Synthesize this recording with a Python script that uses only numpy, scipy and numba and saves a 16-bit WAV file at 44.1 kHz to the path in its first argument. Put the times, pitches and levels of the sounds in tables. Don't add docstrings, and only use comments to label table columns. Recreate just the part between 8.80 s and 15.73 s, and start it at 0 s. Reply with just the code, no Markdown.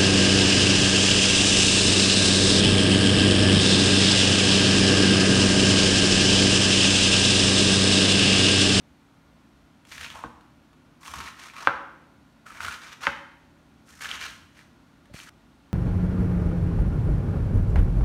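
import sys
import numpy as np
from scipy import signal
from scipy.fft import rfft, irfft, next_fast_len
from scipy.io import wavfile
from scipy.ndimage import map_coordinates
from numba import njit

SR = 44100
rng = np.random.default_rng(int(sys.argv[2]) if len(sys.argv) > 2 else 0)


def put_to_file(sound):
    columns = np.atleast_2d(sound).T
    safe = np.clip(columns, -1, 1)
    whole_steps = np.round(safe * 32767)
    wavfile.write(sys.argv[1], SR, whole_steps.astype(np.int16))


N = 305613

# (time [s], attack [s], length [s],
# crackle level [dB], hollow offset [dB], fizz offset [dB], head note [Hz])
LEAF_CUTS = [(1.054, 0.025, .05, -52.5, -13, -5, 1250), (1.1, .015, 0.15, -43, -23, -9.5, 1204),
             (1.191, 0.0152, 0.072, -40.5, -20, -9.5, 1263), (1.297, 0.019, 0.024, -43, -4, -11, 1090),
             (1.332, 0.017, .052, -50.5, 14, -4.5, 990), (1.409, 0.018, .025, -53, 6, -9, 985),
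             (2.202, 0.0139, 0.05, -58, 7, 1.5, 1110), (2.239, 0.014, 0.075, -46, 5.5, -2, 1156),
             (2.329, 0.01, 0.15, -41, 2.5, -10, 1164), (2.547, .05, .13, -44.5, 1.5, -9.5, 1255),
             (2.73, 0.029, .135, -44.5, 7.5, -11.5, 1145), (3.655, 0.0085, 0.17, -51.5, 11, -6, 1320),
             (3.803, .02, 0.14, -38, 7, -8.5, 1399), (3.998, .04, 0.13, -44, 4, -13, 1420),
             (4.202, 0.034, 0.074, -36, 5.5, -13, 1230), (5.048, 0.058, 0.22, -58, 9.5, 0.5, 1510),
             (5.203, 0.0059, 0.055, -37, 2, -7.5, 1470), (5.274, 0.027, 0.085, -34.5, 2, -13.5, 1402),
             (5.389, .03, 0.069, -32.5, 0, -14, 1450), (5.475, 0.016, 0.026, -44.5, 8, -5.5, 1440),
             (5.54, .02, 0.058, -75, -1, -7, 1429), (5.714, 0.079, 0.107, -53.5, 3, -9.5, 1444),
             (6.333, .01, 0.098, -46, -3, -5, 1500), (6.456, .02, 0.039, -45.5, 6.5, -8, 1485)]
# (crackle [dB/s], hollow [dB/s], fizz [dB/s])
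CUT_SAG_DB_PER_S = [-3, 9.5, 20.5]
# (frequency [Hz], level [dB])
LEAF_SPECTRUM = [(30, -69), (200, -37), (450, -10), (700, -11), (1200, -1), (1900, 2), (3000, -1),
                 (4000, -3.5), (5000, -5), (6500, -6.5), (10000, -46)]
# (frequency [Hz], level [dB])
JUICE_SPECTRUM = [(2000, -35), (4200, -9), (5400, -2), (6800, -4), (9300, -8), (12000, -14), (15500, -24.5)]
# (time [s], pop level [dB], pitch [Hz], crack level [dB])
RIB_SNAPS = [(1.051, -53, 1530, -53), (1.1156, -31.5, 2000, -46.5), (1.1799, -29, 1770, -44.5),
             (1.2108, -34, 1810, -41.5), (1.252, -28, 2750, -54), (1.263, -28, 2480, -48),
             (1.3019, -28.5, 3270, -44), (1.6086, -43, 1310, -58.5), (1.9304, -50, 1220, -63),
             (2.2314, -35.5, 1100, -48), (2.2608, -28.5, 2730, -46), (2.2788, -31, 1070, -46.5),
             (2.3375, -26, 1070, -40), (2.403, -24, 1310, -43.5), (2.4762, -25.5, 1870, -46),
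             (2.6993, -32, 2380, -54), (2.7358, -38.5, 1110, -52.5), (3.6628, -33, 1430, -58),
             (3.705, -30.5, 1280, -51.5), (3.8049, -18, 1420, -39), (3.8474, -21.5, 1340, -37),
             (3.8823, -19.5, 1370, -40), (4.516, -40.5, 1748, -64), (5.0838, -45.5, 1350, -62),
             (5.104, -51, 2030, -54.5), (5.2085, -31, 1620, -41.5), (5.244, -26.5, 1330, -42),
             (5.29, -22, 3000, -43), (5.3139, -13.5, 3040, -41), (6.2553, -46.5, 1720, -58.5),
             (6.339, -38.5, 1600, -49)]
# (time [s], contact peak [dB], contact pitch [Hz], board offset [dB],
# steel offset [dB], thump offset [dB])
BLADE_KNOCKS = [(1.4377, -23, 1085, 2, -35, -5.5), (1.444, -31.5, 990, -3, -30, 4.5),
                (2.8722, -0.2, 1365, -2.5, -20, -21.5), (4.2684, -6.5, 1700, -1, -4.5, -15),
                (4.27, -12.5, 2270, 4, 0, -20)]
# (frequency [Hz], level [dB])
CONTACT_SPECTRUM = [(12, -73), (60, -41), (150, -34.5), (450, -20.5), (680, -20), (950, -7), (1250, -4),
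                    (1480, -1), (1950, -14), (3000, -23.5), (5000, -37.5), (9000, -58.5), (16000, -66.5)]
# (frequency [Hz], level [dB], t60 [s])
BOARD_MODES = [(560, -24, 0.13), (633, -34, .06), (825, -29, .055), (880, -17, 0.061), (1000, -17.5, 0.07),
               (1073, -23.5, .07), (1214, -22, 0.07), (1315, -33, .07), (1480, -21.5, .06),
               (1582, -20, 0.091), (2165, -35, 0.05), (2650, -40.5, .04), (3140, -45, .04)]
# (frequency [Hz], level [dB])
WOOD_SPECTRUM = [(60, -25.5), (170, -9), (300, -17), (650, -15.5), (900, -5), (1500, 2), (2000, -11.5),
                 (3500, -18), (6000, -36.5), (15000, -60)]
# (frequency [Hz], level [dB], t60 [s])
BLADE_MODES = [(2220, -6, 0.01), (3052, -10, 0.006)]
# (frequency [Hz], level [dB], t60 [s])
THUMP_MODES = [(68, -12.5, 0.12), (125, -12.5, .09), (189, -11, .09), (235, -13, 0.11),
               (310.4, -7.5, 0.081), (470, -10, 0.054)]
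# (centre time [s], length [s], level [dB], judder [Hz])
HAND_PUSHES = [(1.23, .2, -57, 140), (1.374, 0.11, -60, 75), (2.395, 0.17, -50, 76), (3.872, .12, -51, 85),
               (5.413, 0.59, -61, 58)]
# (frequency [Hz], level [dB])
SHAKE_SPECTRUM = [(25, -27.5), (55, -5.5), (80, 3), (120, -10.5), (200, -6.5), (300, -13.5), (900, -50)]
# (time [s], level [dB], pitch [Hz], t60 [s])
SQUEAK_AND_BUMPS = [(6.299, -49.5, 580, 0.12), (6.312, -40.5, 110, 0.053), (6.343, -27, 146, 0.019),
                    (6.3445, -34, 560, 0.012)]
# (delay [s], level [dB])
WALL_ECHOES = [(.0046, -19), (.0063, -17), (.0076, -13), (.0106, -18), (.0215, -21), (.034, -21)]
# (frequency [Hz], t60 [s])
ROOM_T60 = [(100, 0.26), (400, 0.92), (1200, 0.66), (3000, 0.64), (7000, 0.61), (15000, 0.63)]
# (frequency [Hz], rms level [dB])
MOTOR_TONES = [(60, -86.5), (78, -71), (124, -69.5), (159, -67), (220, -74.5), (256, -70), (286, -68),
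               (1400, -77.5), (1455, -80)]
# (frequency [Hz], level [dB])
DRONE_SPECTRUM = [(15, -35), (38, -1), (55, 3), (85, -3), (140, -5.5), (230, 1.5), (305, -3.5), (345, -9.5),
                  (400, -12.5), (900, -48)]
# (frequency [Hz], level [dB])
HISS_SPECTRUM = [(210, -29), (350, 3), (404, -19.5), (444, -3.5), (481, -12.5), (520, -4.5), (681, -5),
                 (1170, -6), (1440, -8), (1600, -10), (4640, -18.5), (11700, -28.5), (15500, -38)]
# (frequency [Hz], gain [dB])
MIC_RESPONSE = [(10, -37), (28, -22.5), (50, -1), (70, -0.5), (4450, 0), (4900, -3), (5500, -0.5),
                (6900, -1.5), (7600, -2.5), (9000, -0.5), (9800, -2), (10400, -4), (11800, -0.5)]


def crunch():
    crackle_gain, hollow_gain, fizz_gain = cut_gains()
    clumps = amp(2.7 * wobble(knots_per_s=150))
    cells = clumps * ruptures(per_s=2000, spread_db=3.5)
    crackle = coloured(cells, LEAF_SPECTRUM)
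    fizz = coloured(cells + clumps * ruptures(per_s=4300, spread_db=7.5), JUICE_SPECTRUM)
    note_hz = head_note_hz()
    drive = clumps * ruptures(per_s=2500, spread_db=1.5)
    cavity = resonate(drive, note_hz, damping=.14)
    hollow = unit(resonate(cavity, note_hz, damping=.92))
    return amp(-4) * crackle_gain * crackle + amp(-8.5) * hollow_gain * hollow + fizz_gain * fizz


def cut_gains(release_t60_s=.16):
    powers, age_s = np.zeros((3, N)), clock(SR // 2)
    for start_s, attack_s, length_s, db, hollow_db, fizz_db, _ in LEAF_CUTS:
        release = amp(-60 * np.maximum(age_s - length_s, 0) / release_t60_s)
        shape = np.minimum(age_s / attack_s, 1) * release
        for power, offset_db, sag in zip(powers, [0, hollow_db, fizz_db], CUT_SAG_DB_PER_S):
            gain = shape * amp(db + offset_db - sag * (age_s - length_s / 2))
            add(power, start_s, gain ** 2)
    return np.sqrt(powers)


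def head_note_hz():
    start_s, _, length_s, *_, hz = np.transpose(LEAF_CUTS)
    return np.interp(clock(), start_s + length_s / 2, hz)


def snaps(crack_t60_s=.026, crack_rise_s=.00025):
    track, t = np.zeros(N), clock(SR // 20)
    burst = impulse(JUICE_SPECTRUM) + 2.1 * impulse(LEAF_SPECTRUM)
    fibres = signal.fftconvolve(rng.standard_normal(N), burst)
    crack_gain = amp(6.5 - 60 * t / crack_t60_s) * (1 - np.exp(-t / crack_rise_s))
    for start_s, pop_db, hz, crack_db in [*RIB_SNAPS, *veins()]:
        cycles = hz * t
        pop = 1.7 * np.sin(2 * np.pi * cycles) * np.exp(-cycles / 2.2) * (1 - np.exp(-cycles / 1.1))
        tear = unit(fibres[round(start_s * SR):][:len(t)])
        add(track, start_s, amp(pop_db - .5) * pop + amp(crack_db) * crack_gain * tear)
    return track


def veins(per_s=22, max_per_cut=8, offset_db=8, spread_db=6, centre_hz=2190, spread_octaves=.45):
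    rows = []
    for start_s, attack_s, length_s, db, *_ in LEAF_CUTS:
        ages_s = attack_s / 2 + (np.arange(max_per_cut) + rng.random(max_per_cut)) / per_s
        for age_s, (strength, pitch) in zip(ages_s, rng.standard_normal((max_per_cut, 2))):
            if age_s < length_s:
                cut_db = db + 20 * np.log10(min(age_s / attack_s, 1))
                pop_db = cut_db + offset_db + spread_db * strength
                hz = centre_hz * 2 ** (spread_octaves * pitch)
                rows.append((start_s + age_s, pop_db, hz, pop_db - 19.5))
    return rows


def knocks(wood_t60_s=.07, wood_rise_s=.002):
    track, t = np.zeros(N), clock(SR // 2)
    wood_gain = amp(-18 - 60 * t / wood_t60_s) * (1 - np.exp(-t / wood_rise_s))
    for start_s, db, hz, board_db, steel_db, thump_db in BLADE_KNOCKS:
        contact = dispersed(impulse(CONTACT_SPECTRUM, stretch=hz / 1400))
        wood = coloured(rng.standard_normal(len(t)), WOOD_SPECTRUM)
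        board = ring(BOARD_MODES) + wood_gain * wood
        steel = ring(BLADE_MODES)
        thump = ring(THUMP_MODES, rise_s=.0075)
        add(track, start_s, amp(db) * contact / np.abs(contact).max())
        add(track, start_s, amp(db + steel_db) * steel)
        add(track, start_s + .001, amp(db + board_db) * board + amp(db + thump_db) * thump)
    return track


def dispersed(x, delay_at_1khz_s=.000998):
    hz = np.fft.rfftfreq(len(x), 1 / SR)
    cycles = 2 * delay_at_1khz_s * np.sqrt(1000 * hz)
    return irfft(rfft(x) * np.exp(-2j * np.pi * cycles))


def pressing():
    track, t, age_s = np.zeros(N), clock(), clock(SR // 8)
    rumble = coloured(rng.standard_normal(N), SHAKE_SPECTRUM)
    waver_rad = .51 * wobble(knots_per_s=21)
    for centre_s, length_s, db, hz in HAND_PUSHES:
        force = amp(db) * np.exp(-(2 * (t - centre_s) / length_s) ** 2)
        track += force * (np.sin(2 * np.pi * hz * t + waver_rad) + 1.28 * rumble)
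    for start_s, db, hz, t60_s in SQUEAK_AND_BUMPS:
        add(track, start_s, amp(db - 60 * age_s / t60_s) * np.sin(2 * np.pi * hz * age_s))
    return track


def squeal(centre_s=6.385, length_s=.09, hz=4400):
    drag = np.exp(-(2 * (clock() - centre_s) / length_s) ** 2)
    tone = unit(resonate(rng.standard_normal(N), np.full(N, hz), damping=.035))
    return amp(-58.5) * drag * tone


def kitchen(x, near_db, tail_db):
    hz, t, noise = signal.stft(rng.standard_normal(SR), SR, nperseg=256)
    decay = amp(-60 * t / along(ROOM_T60, hz)[:, None])
    tail = signal.istft(noise * decay, SR, nperseg=256)[1]
    response = np.zeros(SR)
    response[0] = 1
    add(response, .004, amp(tail_db) * tail / np.linalg.norm(tail))
    scatter = np.hanning(9)
    for delay_s, db in WALL_ECHOES:
        add(response, delay_s, amp(db + near_db) * scatter / scatter.sum())
    return signal.fftconvolve(x, response)[:N]


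def background():
    hum, t = np.zeros(N), clock()
    for hz, db in MOTOR_TONES:
        waver_rad = 1.29 * wobble(knots_per_s=3.3)
        hum += amp(db) * np.sqrt(2) * np.sin(2 * np.pi * hz * t + waver_rad)
    hiss = coloured(rng.standard_normal(N), HISS_SPECTRUM)
    drone = coloured(rng.standard_normal(N), DRONE_SPECTRUM)
    return hum + amp(-59.5) * drone + amp(-62.5) * hiss


def amp(db):
    return 10 ** (np.asarray(db) / 20)


def unit(x):
    return x / np.sqrt(np.mean(x ** 2) + 1e-20)


def along(points, hz):
    knots_hz, values = np.transpose(points)
    return np.interp(np.log(hz + 1), np.log(knots_hz), values)


def clock(size=N):
    return np.arange(size) / SR


def add(track, start_s, sound):
    part = track[round(start_s * SR):][:len(sound)]
    part += sound[:len(part)]


def impulse(spectrum, stretch=1, size=4096):
    hz = np.fft.rfftfreq(size, 1 / SR)
    cepstrum = irfft(np.log(amp(along(spectrum, hz / stretch))))
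    cepstrum[1:size // 2] *= 2
    cepstrum[size // 2 + 1:] = 0
    return irfft(np.exp(rfft(cepstrum)))


def coloured(x, spectrum):
    return unit(signal.fftconvolve(x, impulse(spectrum))[:len(x)])


def ring(modes, rise_s=.0004):
    t = clock(SR // 2)
    tones = sum(amp(db + rng.normal() - 60 * t / t60_s) * np.sin(2 * np.pi * (hz * t + rng.random()))
                for hz, db, t60_s in modes)
    return tones * (1 - np.exp(-t / rise_s))


def ruptures(per_s, spread_db):
    chance, sign, size = rng.random(N), rng.standard_normal(N), rng.standard_normal(N)
    return (chance < per_s / SR) * np.sign(sign) * amp(spread_db * np.minimum(size, 2))


@njit
def resonate(x, hz, damping):
    step_rad = 2 * np.pi * hz / SR
    out, state = np.zeros(len(x)), 0j
    for i in range(len(x)):
        state = state * np.exp(step_rad[i] * (1j - damping)) + x[i]
        out[i] = state.real
    return out


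def wobble(knots_per_s):
    return map_coordinates(rng.standard_normal(4096), [clock() * knots_per_s], mode="wrap")


def scene(stop_s=6.495):
    slicing = kitchen(crunch() + snaps() + squeal(), near_db=-2, tail_db=-5.5)
    knocking = kitchen(knocks(), near_db=-1.5, tail_db=-7.5)
    cutting = slicing + knocking + pressing()
    return (cutting * (clock() < stop_s) + background())[None]


def record(dry, top_hz=15780):
    size = next_fast_len(N + SR // 2)
    passband = np.fft.rfftfreq(size, 1 / SR) < top_hz
    response = rfft(impulse(MIC_RESPONSE), size) * passband
    return irfft(rfft(dry, size) * response, size)[..., :N]


dry = scene()
out = record(dry)
put_to_file(out)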